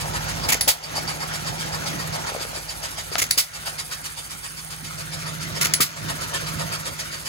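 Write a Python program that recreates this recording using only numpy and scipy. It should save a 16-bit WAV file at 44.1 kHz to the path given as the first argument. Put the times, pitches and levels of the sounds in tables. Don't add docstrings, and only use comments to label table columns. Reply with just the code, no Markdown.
import sys
import numpy as np
from scipy import signal
from scipy.fft import rfft, irfft, next_fast_len
from scipy.io import wavfile
from scipy.ndimage import uniform_filter1d, minimum_filter1d, map_coordinates

SR = 44100
rng = np.random.default_rng(int(sys.argv[2]) if len(sys.argv) > 2 else 0)


def persist_wave(psi):
    counts = np.round(np.clip(psi, -1, 1) * 32767).astype(np.int16)
    wavfile.write(sys.argv[1], SR, np.atleast_2d(counts).T)


def to_linear_factor(level_db):
    exponent = np.asarray(level_db, float) / 20
    return 10 ** exponent


N = 321048


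def unit(x):
    return x / np.sqrt(np.mean(x ** 2) + 1e-20)


def along(points, hz):
    f, v = np.transpose(points)
    return np.interp(np.log(hz + 1), np.log(f + 1), v)


def curves(rows):
    s, *cols = np.transpose(rows)
    return [np.interp(np.arange(N) / SR, s, c) for c in cols]


def wobble(rate_hz):
    knots = rng.standard_normal(int(N * rate_hz / SR) + 4)
    return map_coordinates(knots, [np.arange(N) * rate_hz / SR])


def filtered(x, response):
    m = next_fast_len(N + 8192)
    return irfft(rfft(x, m) * response(np.fft.rfftfreq(m, 1 / SR)), m)[..., :N]


def modes(table, f):
    total = 0
    for k, (c, width, db) in enumerate(table):
        total = total + (-1) ** k * to_linear_factor(db) * 1j * f * width / (c * c - f * f + 1j * f * width)
    return total


def air(response, grain_db):
    grain = to_linear_factor(grain_db * wobble(900))
    return unit(filtered(rng.standard_normal((2, N)) * grain, response))


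def gate(start_s, rise_s, hold_s, t60_s):
    t = np.arange(N) / SR - start_s
    return np.clip(t / rise_s, 0, 1) ** 2 * to_linear_factor(-60 * np.clip(t - hold_s, 0, None) / t60_s)


def knock(start_s, hz, sweep, fall_s, t60_s):
    t = np.clip(np.arange(N) / SR - start_s, 0, .2)
    phase = 2 * np.pi * hz * (t + sweep * fall_s * (1 - np.exp(-t / fall_s)))
    return np.sin(phase) * to_linear_factor(-60 * t / t60_s) * (t < .2)


# t/s, level/dB
LOAD = [(0, -33), (.3, -35.5), (.62, -40), (1, -38), (1.3, -38.5), (1.5, -36), (2.13, -33.5), (2.3, -46),
        (3.3, -45.5), (4.44, -49.5), (5.2, -34.5), (5.7, -33), (6.08, -33.5), (6.26, -42), (6.58, -30),
        (6.77, -38.5), (7.28, -46)]
# t/s, level/dB
YARD = [(0, -38.5), (.9, -41.5), (1.1, -42.5), (2.3, -40.5), (2.62, -49), (3.2, -50), (3.45, -52),
        (3.75, -52.5), (4.25, -56), (4.7, -56.5), (5.4, -45), (5.7, -40), (5.9, -42), (6.3, -41),
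        (6.6, -41), (7.28, -50)]


def busy():
    return curves(LOAD)[0] + 40, curves(YARD)[0] + 47


# first stroke t/s, slowing/(s per turn squared)
COASTS = [
    (-1.842, .00068),
    (.8489, .00068),
    (3.5541, .00075),
    (5.9792, .00063),
]


def strokes():
    turn_s = .12312
    turn = np.arange(24)
    ends = [row[0] for row in CHARGES] + [N / SR + turn_s]
    times, turns = [], []
    for (first_s, slowing), end in zip(COASTS, ends):
        run = first_s + turn_s * turn + slowing * turn ** 2
        times.append(run[run < end])
        turns.append(turn[run < end])
    return np.concatenate(times), np.concatenate(turns)


# t/s, flow/dB, whistle/dB
BREATHING = [(0, -27, -3), (.3, -28, -4), (.45, -29, 1.5), (.97, -26, 0.5), (1.35, -27, -4.5),
             (2.1, -28.5, -2), (3.1, -27, -5.5), (3.8, -26, -4.5), (4.25, -29, -8), (4.85, -31.5, -8.5),
             (5.15, -29, -5.5), (5.6, -29.5, -4), (6.2, -25, -7), (7.28, -28.5, -7)]
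# f/Hz, level/(dB per Hz)
BREATH = [(300, -41), (1000, -4.5), (2000, 0.5), (4000, 0), (6500, -3.5), (8800, -1.5), (12000, -6.5),
          (15700, -18.5), (16000, -60)]
# f/Hz, width/Hz, level/dB
PORT = [(3460, 100, -34), (5460, 83, -7), (6880, 130, -0.5)]
# f/Hz, width/Hz, level/dB
PIPE = [(506, 59, 5.5), (930, 145, 4.5), (1283, 105, 3.5), (1807, 56, 7), (2640, 900, -12)]
# f/Hz, width/Hz, level/dB
WHISTLE = [(4630, 113, 0.5), (4712, 110, -2), (4990, 210, -2.5)]


def coasting():
    s, turn = strokes()
    t = np.arange(N) / SR
    level_db, whistle_db = (np.interp(s, t, c) for c in curves(BREATHING))
    level_db = level_db - 4 * (turn == 0)
    pipe_db = .55 * np.interp(s, t, busy()[1]) - 5.5 * (turn % 2 == 0)

    near = np.round(np.interp(t, s, np.arange(len(s)))).astype(int)
    u = t - s[near]
    push = np.exp(-np.abs(u / np.where(u < 0, .021, .025)) ** np.where(u < 0, 4.5, 2.2))
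    edge = np.exp(-np.abs((u + .005) / .02) ** 3.5) + .2 * np.exp(-((u - .04) / .03) ** 2)
    draw = np.exp(-((np.abs(u) - .068) / .031) ** 2) * np.where(u < 0, .8, 1.05)

    jet = air(lambda f: to_linear_factor(along(BREATH, f)) * (1 + np.abs(modes(PORT, f))), grain_db=-2.5)
    back = air(lambda f: to_linear_factor(along(BREATH, f)) * f / 8000, grain_db=-2.5)
    pipe = to_linear_factor(pipe_db[near] - 2) * air(lambda f: modes(PIPE, f), grain_db=0)
    whistle_gain = to_linear_factor(whistle_db[near] + 1.5 + .44 * wobble(50))
    whistle = whistle_gain * air(lambda f: modes(WHISTLE, f), grain_db=-4)
    gain = to_linear_factor(uniform_filter1d(level_db[near], size=400) - 6)
    return gain * to_linear_factor(wobble(70)) * (push * (jet + pipe) + edge * whistle + to_linear_factor(-7) * draw * back)


# order, level/dB
IDLE_LOW = [(4, 9.5), (5, 2), (6, -46), (7, 4)]
# order, level/dB
IDLE_BOOM = [(8, -6), (9, -16.5), (10, -10), (11, -2), (12, 0.5), (13, -14), (14, -24), (20, -32.5),
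             (22, -17)]
# t/s, level/dB
THROB = [(0, -37), (.55, -36), (1, -45.5), (3.2, -45), (3.9, -50), (5.6, -50), (6.1, -45), (7.28, -50)]


def diesel():
    idle_hz = 13.46
    cycle = 2 * np.pi * idle_hz * np.arange(N) / SR + .041 * wobble(3.17)

    def stack(table):
        total = 0
        for order, db in table:
            gain = to_linear_factor(db + .35 * wobble(2.59))
            total = total + gain * np.sin(order * cycle + rng.uniform(0, 2 * np.pi))
        return unit(total)

    def engine():
        return to_linear_factor(curves(THROB)[0]) * stack(IDLE_LOW) + to_linear_factor(curves(LOAD)[0] - 1) * stack(IDLE_BOOM)

    return np.array([engine(), .23 * engine()])


# f/Hz, level/(dB per Hz)
RUMBLE = [(30, -25), (50, -10), (85, -4), (160, -6.5), (230, -7.5), (380, -8.5), (550, -33.5)]
RATTLE = [(330, -20.5), (520, -1), (680, 0), (850, 1.5), (1050, -5.5), (1400, -37)]
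WHIRR = [(900, -9), (1350, 3), (1650, -0.5), (2300, -2.5), (2750, -5.5), (4000, -6.5), (6500, -6.5),
         (9000, -22)]
HISS = [(4000, -17), (7000, -4), (9000, 13), (11000, 3), (15700, -1), (16000, -50)]


def around():
    load_db, yard_db = busy()
    rumble_db = -45.5 + .45 * load_db + .46 * yard_db + 1.74 * wobble(25)
    rattle_db = -43 + yard_db + 2.03 * wobble(40)
    whirr_db = -36.5 + .44 * yard_db + .05 * load_db + 1.2 * wobble(15)
    hiss_db = -49.5 - .73 * yard_db + .54 * wobble(17)
    rumble = to_linear_factor(rumble_db) * air(lambda f: to_linear_factor(along(RUMBLE, f)), grain_db=2)
    rattle = to_linear_factor(rattle_db) * air(lambda f: to_linear_factor(along(RATTLE, f)), grain_db=1)
    whirr = to_linear_factor(whirr_db) * air(lambda f: to_linear_factor(along(WHIRR, f)), grain_db=1.54)
    hiss = to_linear_factor(hiss_db) * air(lambda f: to_linear_factor(along(HISS, f)), grain_db=5.5)
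    return rumble + rattle + whirr + hiss


# t/s, first gulp level/dB, second gulp level/dB, tube tone level/dB, tone f/Hz
CHARGES = [
    (0.484, -12, -10, -11, 2250),
    (3.179, -15.5, -12, -37, 1300),
    (5.609, -13.5, -12.5, -15, 1350),
]
# delay/s, level under the gulps/dB, rise/s, open time/s
BOUNCES = [
    (0.0588, -4, 0.001, 0.0043),
    (.087, -15.5, 0.0011, 0.0017),
]
# f/Hz, level/(dB per Hz)
SUCK = [(200, -9.5), (500, -10), (1500, -13.5), (3600, -11), (8800, -14), (15500, -9), (16800, -41),
        (17050, -90)]
# f/Hz, width/Hz, level/dB
THROAT = [(2100, 560, 11.5), (5250, 1060, 8), (6760, 910, 12), (10900, 1100, 4)]


def intake():
    gulp_gap_s, gulp_t60_s = .033, .015
    flow = tone = 0
    for s, first_db, second_db, tone_db, hz in CHARGES:
        gulps = [(s, first_db, .0035, .024), (s + gulp_gap_s, second_db, .0061, .018)]
        for late_s, db, rise_s, open_s in BOUNCES:
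            gulps.append((s + late_s, (first_db + second_db) / 2 + db, rise_s, open_s))
        for start_s, db, rise_s, open_s in gulps:
            flow = flow + to_linear_factor(db - 5) * gate(start_s, rise_s, open_s, gulp_t60_s)
        tube = air(lambda f: modes([(hz, .18 * hz, 0)], f), grain_db=6.5)
        tone = tone + to_linear_factor(tone_db - 13) * gate(s, .011, .05, .1) * tube
    suck = air(lambda f: to_linear_factor(along(SUCK, f)) * (1 + np.abs(modes(THROAT, f))), grain_db=1.5)
    return tone + flow * suck * to_linear_factor(.33 * wobble(200))


# t/s, peak level/dB, f/Hz, crack level/dB, left-right/dB
POPS = [(0.522, -21, 796, 6, 2), (0.551, -21.5, 463, -2, -1.5), (0.942, -31, 643, -4, -6),
        (0.982, -20, 606, -9, -0.5), (1.081, -29, 810, -4, 0.5), (1.137, -33, 840, -7, -0.5),
        (1.854, -32, 840, -4, -1.0), (1.92, -28, 533, -5, 6), (2.32, -25, 452, -13, 3),
        (2.334, -39, 740, -6, -2.5), (2.349, -18.5, 600, -15, 0.5), (2.363, -21.5, 480, -1, 7),
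        (2.41, -28, 360, 0, 0.5), (2.451, -25, 480, 4, 2), (2.531, -31, 611, -4, 10),
        (2.554, -32, 637, -7, 14), (2.573, -28, 364, -7, 6), (2.591, -40, 511, -4, 1.5),
        (2.983, -26.5, 680, -7, 1.0), (3.117, -28.5, 426, -1, 12), (3.155, -18.5, 683, 15.5, 7.5),
        (3.221, -30, 456, 0, 14), (3.68, -34, 714, 3, 5), (5.267, -39, 500, 4, 0)]


def pops():
    dry = 0
    for s, db, hz, crack_db, pan_db in POPS:
        ring = to_linear_factor(.5) * knock(s, .724 * hz, .77, .0045, .023)
        crack = to_linear_factor(crack_db - 7) * knock(s, 1260, 4.85, .000485, .014)
        dry = dry + to_linear_factor(db + np.array([[.5], [-.5]]) * pan_db) * (ring + crack)
    return filtered(dry, lambda f: 1 / (1 + (f / 6500) ** 6))


# t/s, peak level/dB, ring level/dB
TRIPS = [
    (0.609, -5, -10),
    (3.308, -6, -15),
    (5.7362, -7.5, -7),
]
# f/Hz, level/(dB per Hz)
SNAP = [(500, -14), (1200, -10), (1900, 4.5), (2800, -2), (4600, 7.5), (8000, 1), (16800, -6), (17050, -80)]
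# f/Hz, level/dB, t60/s
STEEL = [(1950, -5, .03), (4620, -19, 0.06), (5230, -14, .04), (6200, -24, 0.08), (10200, -16, 0.07),
         (10680, -1, 0.11), (11000, -12, .06)]


def igniter():
    t = np.arange(N) / SR
    shake = wobble(160)
    crack = ring = 0
    for s, db, ring_db in TRIPS:
        blow = gate(s, .0016, .0026, .028) + .16 * gate(s, .00045, .0067, .22)
        crack = crack + to_linear_factor(db - 6) * blow
        for hz, level, t60_s in STEEL:
            gain = to_linear_factor(db + ring_db + level + rng.normal(0, 1.9))
            ring = ring + gain * gate(s, .00055, 0, t60_s) * np.sin(2 * np.pi * hz * t + shake)
    return crack * air(lambda f: to_linear_factor(along(SNAP, f)), grain_db=3.5) + ring * [[1], [0]]


# t/s, peak level/dB, full flow/s, thump level/dB
BLASTS = [
    (0.674, -3, 0.017, -17),
    (3.373, -4.5, 0.015, -20),
    (5.802, -3, 0.017, -5),
]
# level/dB, lower f/Hz, upper f/Hz
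HOOTS = [
    (-18.5, 531, 850),
    (-29.5, 580, 2400),
    (-19.5, 1230, 1910),
]
# f/Hz, level/(dB per Hz)
BLAST = [(200, -35), (850, -6.5), (3500, -1), (7000, -3), (12000, 0.5), (15000, 0), (16800, -26),
         (17050, -80)]
# f/Hz, width/Hz, level/dB
JET = [(2130, 460, -3), (3480, 1200, -6.5), (5000, 680, 3), (7500, 880, -3.5)]


def firing():
    hoot_width_hz = 48
    jet = tone = thump = 0
    for (s, db, flow_s, thump_db), (hoot_db, low, high) in zip(BLASTS, HOOTS):
        jet = jet + to_linear_factor(db - 7.5) * gate(s, .0052, flow_s, .16)
        pair = [(low, hoot_width_hz, 0), (high, hoot_width_hz, 0)]
        hoot = air(lambda f: modes(pair, f), grain_db=2)
        tone = tone + to_linear_factor(hoot_db) * gate(s, .0012, .016, .049) * hoot
        thump = thump + to_linear_factor(db + thump_db) * knock(s, 121, 4.5, .00192, .028)
    roar = air(lambda f: to_linear_factor(along(BLAST, f)) * (1 + np.abs(modes(JET, f))), grain_db=0)
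    return jet * roar * to_linear_factor(1.6 * wobble(150)) + tone + thump * [[1], [0]]


# f/Hz, t60/s
FIELD = [(300, 0.23), (2000, 0.19), (10000, 0.13)]


def field(x):
    hz, t, z = signal.stft(rng.standard_normal((2, SR // 3)), SR, nperseg=256)
    tail = signal.istft(z * to_linear_factor(-60 * t / along(FIELD, hz)[:, None]), SR, nperseg=256)[1]
    late = np.pad(x, (300, 0))[None]
    return signal.fftconvolve(late, tail / np.linalg.norm(tail[0]), axes=1)[:, :N]


def patchy(x, depth_db):
    z = signal.stft(x, nperseg=512)[2]
    patches = uniform_filter1d(rng.standard_normal(z.shape[1:]), size=3, axis=0)
    patches = uniform_filter1d(patches, size=10, axis=1)
    return signal.istft(z * to_linear_factor(depth_db * unit(patches)), nperseg=512)[1][:, :N]


# f/Hz, left-right/dB
TILT = [(60, -7), (200, -6.5), (400, 0), (6500, -0.5), (7600, -4.5), (8000, -4), (9600, -7), (10600, 0)]
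# f/Hz, likeness/(0-1)
ALIKE = [(100, 0.98), (400, 0.13), (1000, 0.98), (2000, 0.23), (3800, 0.078), (6000, 0.68), (9000, 0.18),
         (10800, 1), (12500, 0.9), (16000, 0.77)]
# f/Hz, phase/rad
LEAD = [(200, 0.59), (500, 2.42), (1250, 1.69), (2200, 3.53), (4300, 6.13), (6400, 12.12), (11000, 18.6),
        (12300, 17.2), (12800, 5 * np.pi), (13650, 5 * np.pi), (14000, 14.4), (15200, 4 * np.pi)]


def ports(pair):
    def share(f):
        angle = np.arccos(np.clip(along(ALIKE, f), 0, 1)) / 2
        return np.array([np.cos(angle), np.sin(angle)])

    side = np.array([[1], [-1]])
    hz, rad = np.transpose(LEAD)

    def offset(f):
        return to_linear_factor(side * along(TILT, f) / 2) * np.exp(.5j * side * np.interp(f, hz, rad))

    a, b = filtered(pair, share)
    return filtered(np.array([a + b, a - b]), offset)


# delay/s, level/dB
EARLY = [(.0013, -13), (.0031, -19.5), (.0047, -7.5), (.0074, -4), (0.011, -16.5)]
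# f/Hz, width/Hz, level/dB
SHADOW = [(805, 180, -2.3)]


def scene():
    def comb(f):
        return 1 + sum(to_linear_factor(db) * np.exp(-2j * np.pi * f * s) for s, db in EARLY)

    steady = patchy(filtered(coasting(), comb) + around(), depth_db=1.96) + diesel()
    gas, far, snap = intake() + firing(), pops(), igniter()
    rest = gas + to_linear_factor(-9.5) * field(snap[0] + gas[0] + far[0]) + steady
    turned = np.clip((np.arange(N) / SR - 4.9) / .4, 0, 1)
    rest = rest - turned * filtered(rest, lambda f: modes(SHADOW, f))
    top_hz = 15850
    return ports(snap + filtered(rest, lambda f: f < top_hz)) + far


def low_pass(x):
    return signal.sosfilt(signal.butter(12, 16970, fs=SR, output="sos"), x)


def record(dry):
    power = np.abs(uniform_filter1d(np.mean(dry ** 2, axis=0), size=900))
    over_db = np.clip(10 * np.log10(power + 1e-12) + 17, 0, None)
    held_db = -minimum_filter1d(-over_db, size=4001, origin=2000)
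    ramp_db = 55 * np.arange(N) / SR
    duck_db = np.maximum.accumulate(held_db + ramp_db) - ramp_db
    late_db = uniform_filter1d(duck_db, size=2601, origin=1300)
    bass = filtered(dry, lambda f: 1 / (1 + (f / 480) ** 4))
    x = (dry - bass) * to_linear_factor(-.9 * late_db) + bass * to_linear_factor(-1.87 * late_db)
    x = filtered(x, lambda f: (f / 42) ** 4 / (1 + (f / 42) ** 4))
    x = x / (1 + np.abs(x / .75) ** 6) ** (1 / 6)
    return low_pass(x)


dry = scene()
out = record(dry)
persist_wave(out)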